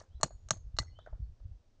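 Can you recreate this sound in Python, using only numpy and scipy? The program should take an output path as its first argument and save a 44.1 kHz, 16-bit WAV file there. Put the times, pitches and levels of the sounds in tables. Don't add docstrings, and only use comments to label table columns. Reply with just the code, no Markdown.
import sys
import numpy as np
from scipy import signal
from scipy.fft import rfft, irfft
from scipy.io import wavfile
from scipy.ndimage import uniform_filter1d

SR = 44100
rng = np.random.default_rng(int(sys.argv[2]) if len(sys.argv) > 2 else 0)


def voltage_ratio(decibels):
    exponent = np.asarray(decibels, float) / 20
    return 10 ** exponent


def transcribe(signal):
    frames = np.atleast_2d(signal).T
    limited = np.clip(frames, -1, 1)
    pcm = np.round(limited * 32767).astype(np.int16)
    wavfile.write(sys.argv[1], SR, pcm)


N = 79380


def evened(x):
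    return x / np.sqrt(np.mean(x ** 2) + 1e-20)


def read(points, hz):
    f, value = np.transpose(points)
    return np.interp(np.log(hz + 1), np.log(f + 1), value, left=-90)


def curve(points, col=1):
    p = np.array(points)
    return np.interp(np.arange(N) / SR, p[:, 0], p[:, col])


def add(mix, s, sound):
    part = mix[round(s * SR):][:len(sound)]
    part += sound[:len(part)]


def noise(points, n):
    gain = voltage_ratio(read(points, np.fft.rfftfreq(n, 1 / SR)))
    return evened(irfft(rfft(rng.standard_normal(n)) * gain, n))


def low(x, hz, order=2, kind="low"):
    return signal.sosfilt(signal.butter(order, hz, kind, fs=SR, output="sos"), x)


def slow_noise(n, hz):
    return evened(low(rng.standard_normal(n), hz))


def mode(t, hz, db, t60):
    return voltage_ratio(db - 60 * t / t60) * np.sin(2 * np.pi * hz * t)


# t/s, level/dB
GUST_LEVEL = [(0, -57.5), (.15, -62), (.6, -52), (.9, -53), (1.3, -50.5), (1.36, -64), (1.5, -49.5),
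              (1.64, -66), (1.8, -65.5)]
# f/Hz, level/dB per Hz
RUMBLE_SPECTRUM = [(8.8, -37.5), (15, 11), (48, -3), (97, 1), (190, -21), (258, -44.5), (330, -55.5),
                   (400, -59.5), (520, -77.5), (880, -120)]
# f/Hz, level/dB per Hz
AIR_SPECTRUM = [(120, -41.5), (200, -6.5), (267, -8), (579, -11), (738, -14), (924, -18.5), (2240, -26),
                (5900, -25), (9410, -42), (12200, -67), (20700, -120)]
# t/s, level/dB
AIR_SWELL_LEVEL = [(0.0, -49), (0.094, -76.5), (1.8, -79)]


def wind():
    lump_db, lumps_hz = 4.5, 7
    lumps = slow_noise(N, lumps_hz)
    rumble = evened(noise(RUMBLE_SPECTRUM + [(800, -96)], N) * voltage_ratio(lump_db * lumps)) * voltage_ratio(curve(GUST_LEVEL))
    swell = curve(AIR_SWELL_LEVEL)
    air_db = -77.5 + 0.16 * (swell - swell[-1])
    return rumble + noise(AIR_SPECTRUM, N) * voltage_ratio(air_db)


# f/Hz, level/dB per Hz
RUBBLE_SPECTRUM = [(150, -1.5), (250, -7), (526, -9), (1210, -11.5), (3200, -19), (4270, -7.5), (5290, -14),
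                   (6640, -4.5), (8200, -17.5), (9410, -29.5), (12200, -61), (20700, -120)]
# f/Hz, t60/s
RUBBLE_T60 = [(300, 0.19), (1500, 0.12), (4000, 0.09), (7000, 0.11), (9000, 0.1)]


def scatter(db):
    hz, t, z = signal.stft(noise(RUBBLE_SPECTRUM, 16384), SR, nperseg=128)
    decay_db = -60 * t / np.interp(hz, *np.transpose(RUBBLE_T60))[:, None]
    flicker_db = 2.5 * rng.standard_normal(len(t))
    grain = uniform_filter1d(rng.standard_normal(z.shape), 3, axis=0)
    grain_db = 6.3 * evened(uniform_filter1d(grain, 5, axis=1))
    z = z * voltage_ratio(decay_db + flicker_db + grain_db)
    return voltage_ratio(db) * signal.istft(z, SR, nperseg=128)[1][:16384]


# t/s, level/dB, lowest f/Hz, highest f/Hz, t60/s
SPLINTERS = [(0.0025, -81, 400, 9800, 0.028), (.016, -72, 400, 7200, 0.034), (.272, -60, 510, 12000, 0.029),
             (0.305, -65.5, 500, 4400, 0.045), (0.57, -59, 500, 9000, 0.033), (0.55, -62, 498, 8870, 0.028),
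             (0.82, -55, 460, 9000, .06), (0.85, -66.5, 5300, 7700, 0.026), (.988, -61, 1800, 4500, .02),
             (1.06, -66, 3700, 4400, 0.017), (0.2, -40, 386.5, 520, 0.053), (1.4, -55, 420, 730, 0.067),
             (0.089, -71, 7000, 9000, .015), (0.93, -61, 450, 750, 0.07), (1.153, -53, 340, 600, 0.17),
             (1.06, -57.5, 1250, 1900, 0.065), (.827, -58, 830, 2000, .03), (.035, -71, 8400, 9100, .1)]


def splinter(s, db, low_hz, high_hz, t60):
    t = np.arange(3000) / SR
    snap = low(low(noise(RUBBLE_SPECTRUM, len(t)), low_hz, kind="high"), high_hz)
    return s, voltage_ratio(db - 60 * t / t60) * np.minimum(t / .001, 1) * snap


# t/s, peak level/dB, clack level against it/dB, clack f/Hz, t60/s
SLAB_ROCKS = [(.004, -57, 4, 1156, 0.025), (0.0134, -38.5, -16, 1820, 0.016),
              (.306, -42, -12.5, 1153, 0.025), (.564, -51.5, -14, 1130, 0.032),
              (.829, -42.5, 2, 1455, 0.012), (.988, -41, -8, 1257, 0.022), (1.062, -44.5, 0, 1500, 0.026),
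              (1.072, -35.5, -21, 1816, 0.023), (1.079, -59, 15, 1500, 0.0094),
              (1.088, -58.5, 3, 1290, 0.021), (1.128, -44.5, -5, 854, 0.029)]
# multiple of its f, level/dB
CLACK_PARTIALS = [(1, 2), (1.27, -13.5)]


def slab_rock(s, db, clack_db, clack_hz, t60):
    slab_hz, grit_hz, grit_db, grit_t60 = 633, 1640, -24.5, 0.16
    t = np.arange(6000) / SR
    clack = sum(mode(t, k * clack_hz, d + clack_db, .8 * t60) for k, d in CLACK_PARTIALS)
    friction = low(low(rng.standard_normal(len(t)), grit_hz, order=8), 350, kind="high")
    grit = voltage_ratio(grit_db - 60 * t / grit_t60) * evened(friction)
    return s, voltage_ratio(db) * np.minimum(t / 0.002, 1) * (mode(t, slab_hz, 0, t60) + clack + grit)


# centre t/s, peak level/dB, f/Hz, half length/s
EDDIES = [(0.109, -51, 78, 0.014), (0.153, -36.5, 57.7, 0.0061), (0.175, -42.5, 68.6, 0.018),
          (0.245, -41, 40.1, 0.015), (0.345, -45.5, 44.3, 0.032), (0.466, -43.5, 46.3, 0.011),
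          (0.608, -49.5, 63.8, 0.014), (0.669, -38.5, 52.6, 0.021), (0.746, -33, 50.9, 0.0067),
          (0.811, -35.5, 57.1, 0.016), (0.879, -48.5, 78.2, 0.028), (0.922, -49, 50, 0.024),
          (0.996, -47.5, 41, 0.012), (1.064, -53.5, 40.5, 0.032), (1.139, -34, 46.8, 0.013),
          (1.205, -36.5, 95.5, 0.0073), (1.23, -33.5, 57.4, 0.018), (1.26, -42.5, 53.5, 0.02),
          (1.305, -49, 65.8, 0.021), (1.424, -43, 45.6, 0.019), (1.458, -38.5, 82, 0.0094),
          (1.517, -38, 63.4, 0.0092), (1.553, -46.5, 45.4, .02), (1.605, -59, 81.8, 0.0087)]


def eddy(s, db, hz, half):
    edge_ratio, edge_db = 1.7, -13
    t, turn = np.arange(N) / SR - s, rng.random(2)
    swing = np.cos(2 * np.pi * (hz * t + turn[0])) * np.exp(-(t / half) ** 2)
    edge = np.cos(2 * np.pi * (edge_ratio * hz * t + turn[1])) * np.exp(-(2 * t / half) ** 2)
    return voltage_ratio(db) * (swing + voltage_ratio(edge_db) * edge)


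# t/s, f/Hz, level/dB
FIRST_WHISTLE = [(.105, 2950, -86), (.148, 3450, -78), (.157, 3950, -74), (.183, 4000, -76),
                 (.187, 4000, -90)]
# t/s, f/Hz, level/dB
SECOND_WHISTLE = [(.92, 2900, -82), (0.954, 3010, -78), (0.958, 3030, -66), (.98, 3130, -64),
                  (0.984, 3250, -76), (0.993, 3400, -65), (1.003, 3750, -70), (1.009, 4000, -78)]
WHISTLE_ECHO_DB = [-4, 0]


def bird():
    husk_depth, husk_hz = .12, 200
    echo_t60, echo_delay_s, echo_rise_s = .22, .008, 0.015
    out, t = np.zeros(N), np.arange(N) / SR
    u = t[:12000]
    for call, echo_db in zip([FIRST_WHISTLE, SECOND_WHISTLE], WHISTLE_ECHO_DB):
        husk = 1 + husk_depth * slow_noise(N, husk_hz)
        sounding = (t > call[0][0]) * (t < call[-1][0])
        phase = 2 * np.pi * np.cumsum(curve(call)) / SR
        whistle = np.sin(phase) * voltage_ratio(curve(call, col=2)) * sounding * husk
        rise = np.clip((u - echo_delay_s) / echo_rise_s, 0, 1)
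        tail = rng.standard_normal(len(u)) * voltage_ratio(-60 * u / echo_t60) * rise
        echo = signal.fftconvolve(whistle, tail / np.linalg.norm(tail))[:N]
        out += whistle + voltage_ratio(echo_db) * echo
    return out


# t/s, level/dB, f/Hz, t60/s
LOOSE_CHIPS = [(.7995, -40, 2010, .06), (.87, -67, 2030, .06), (.879, -55, 2030, .05),
               (.905, -79, 2030, .2), (.866, -69, 5480, .15), (.895, -70, 4340, .2), (.325, -84, 8050, .2),
               (1.235, -80, 4340, .15), (.118, -80, 1350, .12), (.865, -84, 8050, .1),
               (.232, -66, 9220, .09)]


def chip(s, db, hz, t60):
    flutter_depth, flutter_hz, rise_s = .4, 140, .003
    t = np.arange(9000) / SR
    flutter = 1 + flutter_depth * slow_noise(len(t), flutter_hz)
    return s, mode(t, hz, db, t60) * np.minimum(t / rise_s, 1) * flutter


SLAB_MODES = [637, 890, 1175, 1580, 1780, 1975, 2900, 3620, 4005]
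HEAD_MODES = [4320, 4780, 5470, 5920, 6200, 6495, 6790, 7070, 7250, 7620, 8110]


def struck_solids(t, excitation, crack_db, damp_s, damp_db):
    swell_turns, crack_t60 = 0.82, 0.014
    rattle_depth, rattle_hz = .2, 300
    body = 0
    for k, (hz, (db, t60)) in enumerate(zip(SLAB_MODES + HEAD_MODES, excitation)):
        swell = 1 - np.exp(-t * hz / swell_turns)
        rattle = 1 + rattle_depth * slow_noise(len(t), rattle_hz)
        body = body + (-1) ** k * mode(t, hz, db, t60) * swell * rattle
    body = body * voltage_ratio(damp_db * np.clip((t - damp_s) / 0.0024, 0, 1))
    crack = low(noise(RUBBLE_SPECTRUM, len(t)), 480, order=4, kind="high")
    return body / abs(body).max() + voltage_ratio(crack_db - 60 * t / crack_t60) * crack


def ground_thump(t, hz, db, lag_s, longer):
    rise_s, t60 = 0.0032, 0.053
    u = np.maximum(t - lag_s, 0)
    return -mode(u, hz, db, longer * t60) * np.minimum(u / rise_s, 1)


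def steel_ring(t, rings, ring_db):
    steady, width_hz = .9, 130
    ring = 0
    for hz, db, t60 in rings:
        ring = ring + mode(t, hz, db + ring_db, t60) * (steady + slow_noise(len(t), width_hz))
    return ring


def blow(s, levels, excitation, rings, thump_hz, lag_s, crack_db, damp_s, damp_db, longer):
    contact_s = .0003
    db, thump_db, tail_db, ring_db = levels
    t = np.arange(16384) / SR
    solids = voltage_ratio(db) * struck_solids(t, excitation, crack_db, damp_s, damp_db)
    thump = ground_thump(t, thump_hz, thump_db, lag_s, longer)
    ring = steel_ring(t, rings, ring_db)
    return s, np.minimum(t / contact_s, 1) * (solids + scatter(tail_db) + ring) + thump


BLOW_TIMES = [.2308, .5064, .7864]
# peak/dB, ground thump/dB, scatter tail/dB, steel ring/dB
BLOW_LEVELS = [
    (-11.5, -25, -41.5, -64),
    (-12.5, -27.5, -42.5, -54.5),
    (-15.5, -29, -46.5, -61),
]
# level/dB, t60/s
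FIRST_MODES = [(-0.5, 0.034), (-5.5, 0.031), (3.5, 0.021), (-18, .03), (-9, 0.033), (-14.5, .02),
               (-22, 0.075), (-24, 0.028), (-11.5, 0.013), (-2.5, 0.033), (-12.5, 0.011), (-14.5, 0.023),
               (-11, 0.031), (-10, 0.035), (-7, 0.019), (-5, .045), (-21.5, 0.017), (-10.5, 0.022),
               (-11.5, 0.042), (-8, .025)]
SECOND_MODES = [(-4, .03), (-7, 0.036), (1.5, 0.019), (-10.5, 0.028), (-17, 0.016), (-14, .025),
                (-15, 0.017), (-16.5, .02), (-11.5, 0.024), (-19.5, 0.025), (-21.5, 0.022), (-12, .035),
                (-6, .03), (-9, 0.037), (-0.5, 0.036), (-6, 0.031), (-11.5, .03), (-12.5, .03),
                (-14, 0.011), (-19.5, 0.02)]
THIRD_MODES = [(-9, 0.027), (-19.5, 0.027), (-2.5, 0.021), (-4, 0.01), (-16.5, .02), (-13, .029),
               (-14, .03), (-13, .03), (-4.5, .03), (-0.5, .04), (-10, 0.028), (-9.5, .04), (-15, .04),
               (-18.5, .03), (-12, .035), (-13, 0.02), (-22.5, .03), (-23.5, .03), (-22, .03), (-23, 0.033)]
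# f/Hz, level/dB, t60/s
STEEL_RINGS = [
    [(4345, -1, .4), (6480, -3, .16), (6800, 2, .48), (8080, -6, .2)],
    [(4330, -7, .22), (6420, 2, .24), (6640, 2, .24), (7257, -6, .16)],
    [(4330, -2, .45), (6470, 2, .27), (6800, -5, .2), (5470, -6, .2)],
]
GROUND_HZ = [139, 131.4, 108]
GROUND_LAG_S = [0.0055, 0.0051, 0.01265]
GROUND_LONGER = [0.98, 1.05, 1.805]
CRACK_LEVELS = [-12, -6.5, -11]
SETTLE_S = [0.0067, .009, 0.018]
SETTLE_DB = [-3, -8, -8]


def strike(mix):
    modes = [FIRST_MODES, SECOND_MODES, THIRD_MODES]
    for args in zip(BLOW_TIMES, BLOW_LEVELS, modes, STEEL_RINGS, GROUND_HZ, GROUND_LAG_S,
                    CRACK_LEVELS, SETTLE_S, SETTLE_DB, GROUND_LONGER):
        add(mix, *blow(*args))


def scene():
    mix = wind() + bird() + sum(eddy(*row) for row in EDDIES)
    earlier_s, earlier_db = 0.0034, -59.5
    add(mix, 0, scatter(earlier_db)[round(earlier_s * SR):])
    strike(mix)
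    for row in SLAB_ROCKS:
        add(mix, *slab_rock(*row))
    for row in LOOSE_CHIPS:
        add(mix, *chip(*row))
    for row in SPLINTERS:
        add(mix, *splinter(*row))
    return mix[None]


def low_pass(x):
    return signal.sosfilt(signal.butter(12, 9560, fs=SR, output="sos"), x)


SPLASH_LEVELS = [-76, -62, -64]


def record(dry):
    ghost_s, ghost_db, ghost_hz = .02, -29, 410
    edge_hz, hiss_db = 9300, -99.5
    ahead, t = round(ghost_s * SR), np.arange(N) / SR
    early = low(dry, ghost_hz, kind="high")[:, ahead:]
    x = dry + voltage_ratio(ghost_db) * np.pad(early, ((0, 0), (0, ahead)))
    splash = sum(voltage_ratio(db) * (t > s) * (t < s + .009) for s, db in zip(BLOW_TIMES, SPLASH_LEVELS))
    hiss = rng.standard_normal((2, *x.shape))
    x = low(x, edge_hz, order=16) + voltage_ratio(hiss_db) * hiss[0]
    x = x + low(splash * hiss[1], 12500, order=4)
    return low_pass(x)


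dry = scene()
out = record(dry)
transcribe(out)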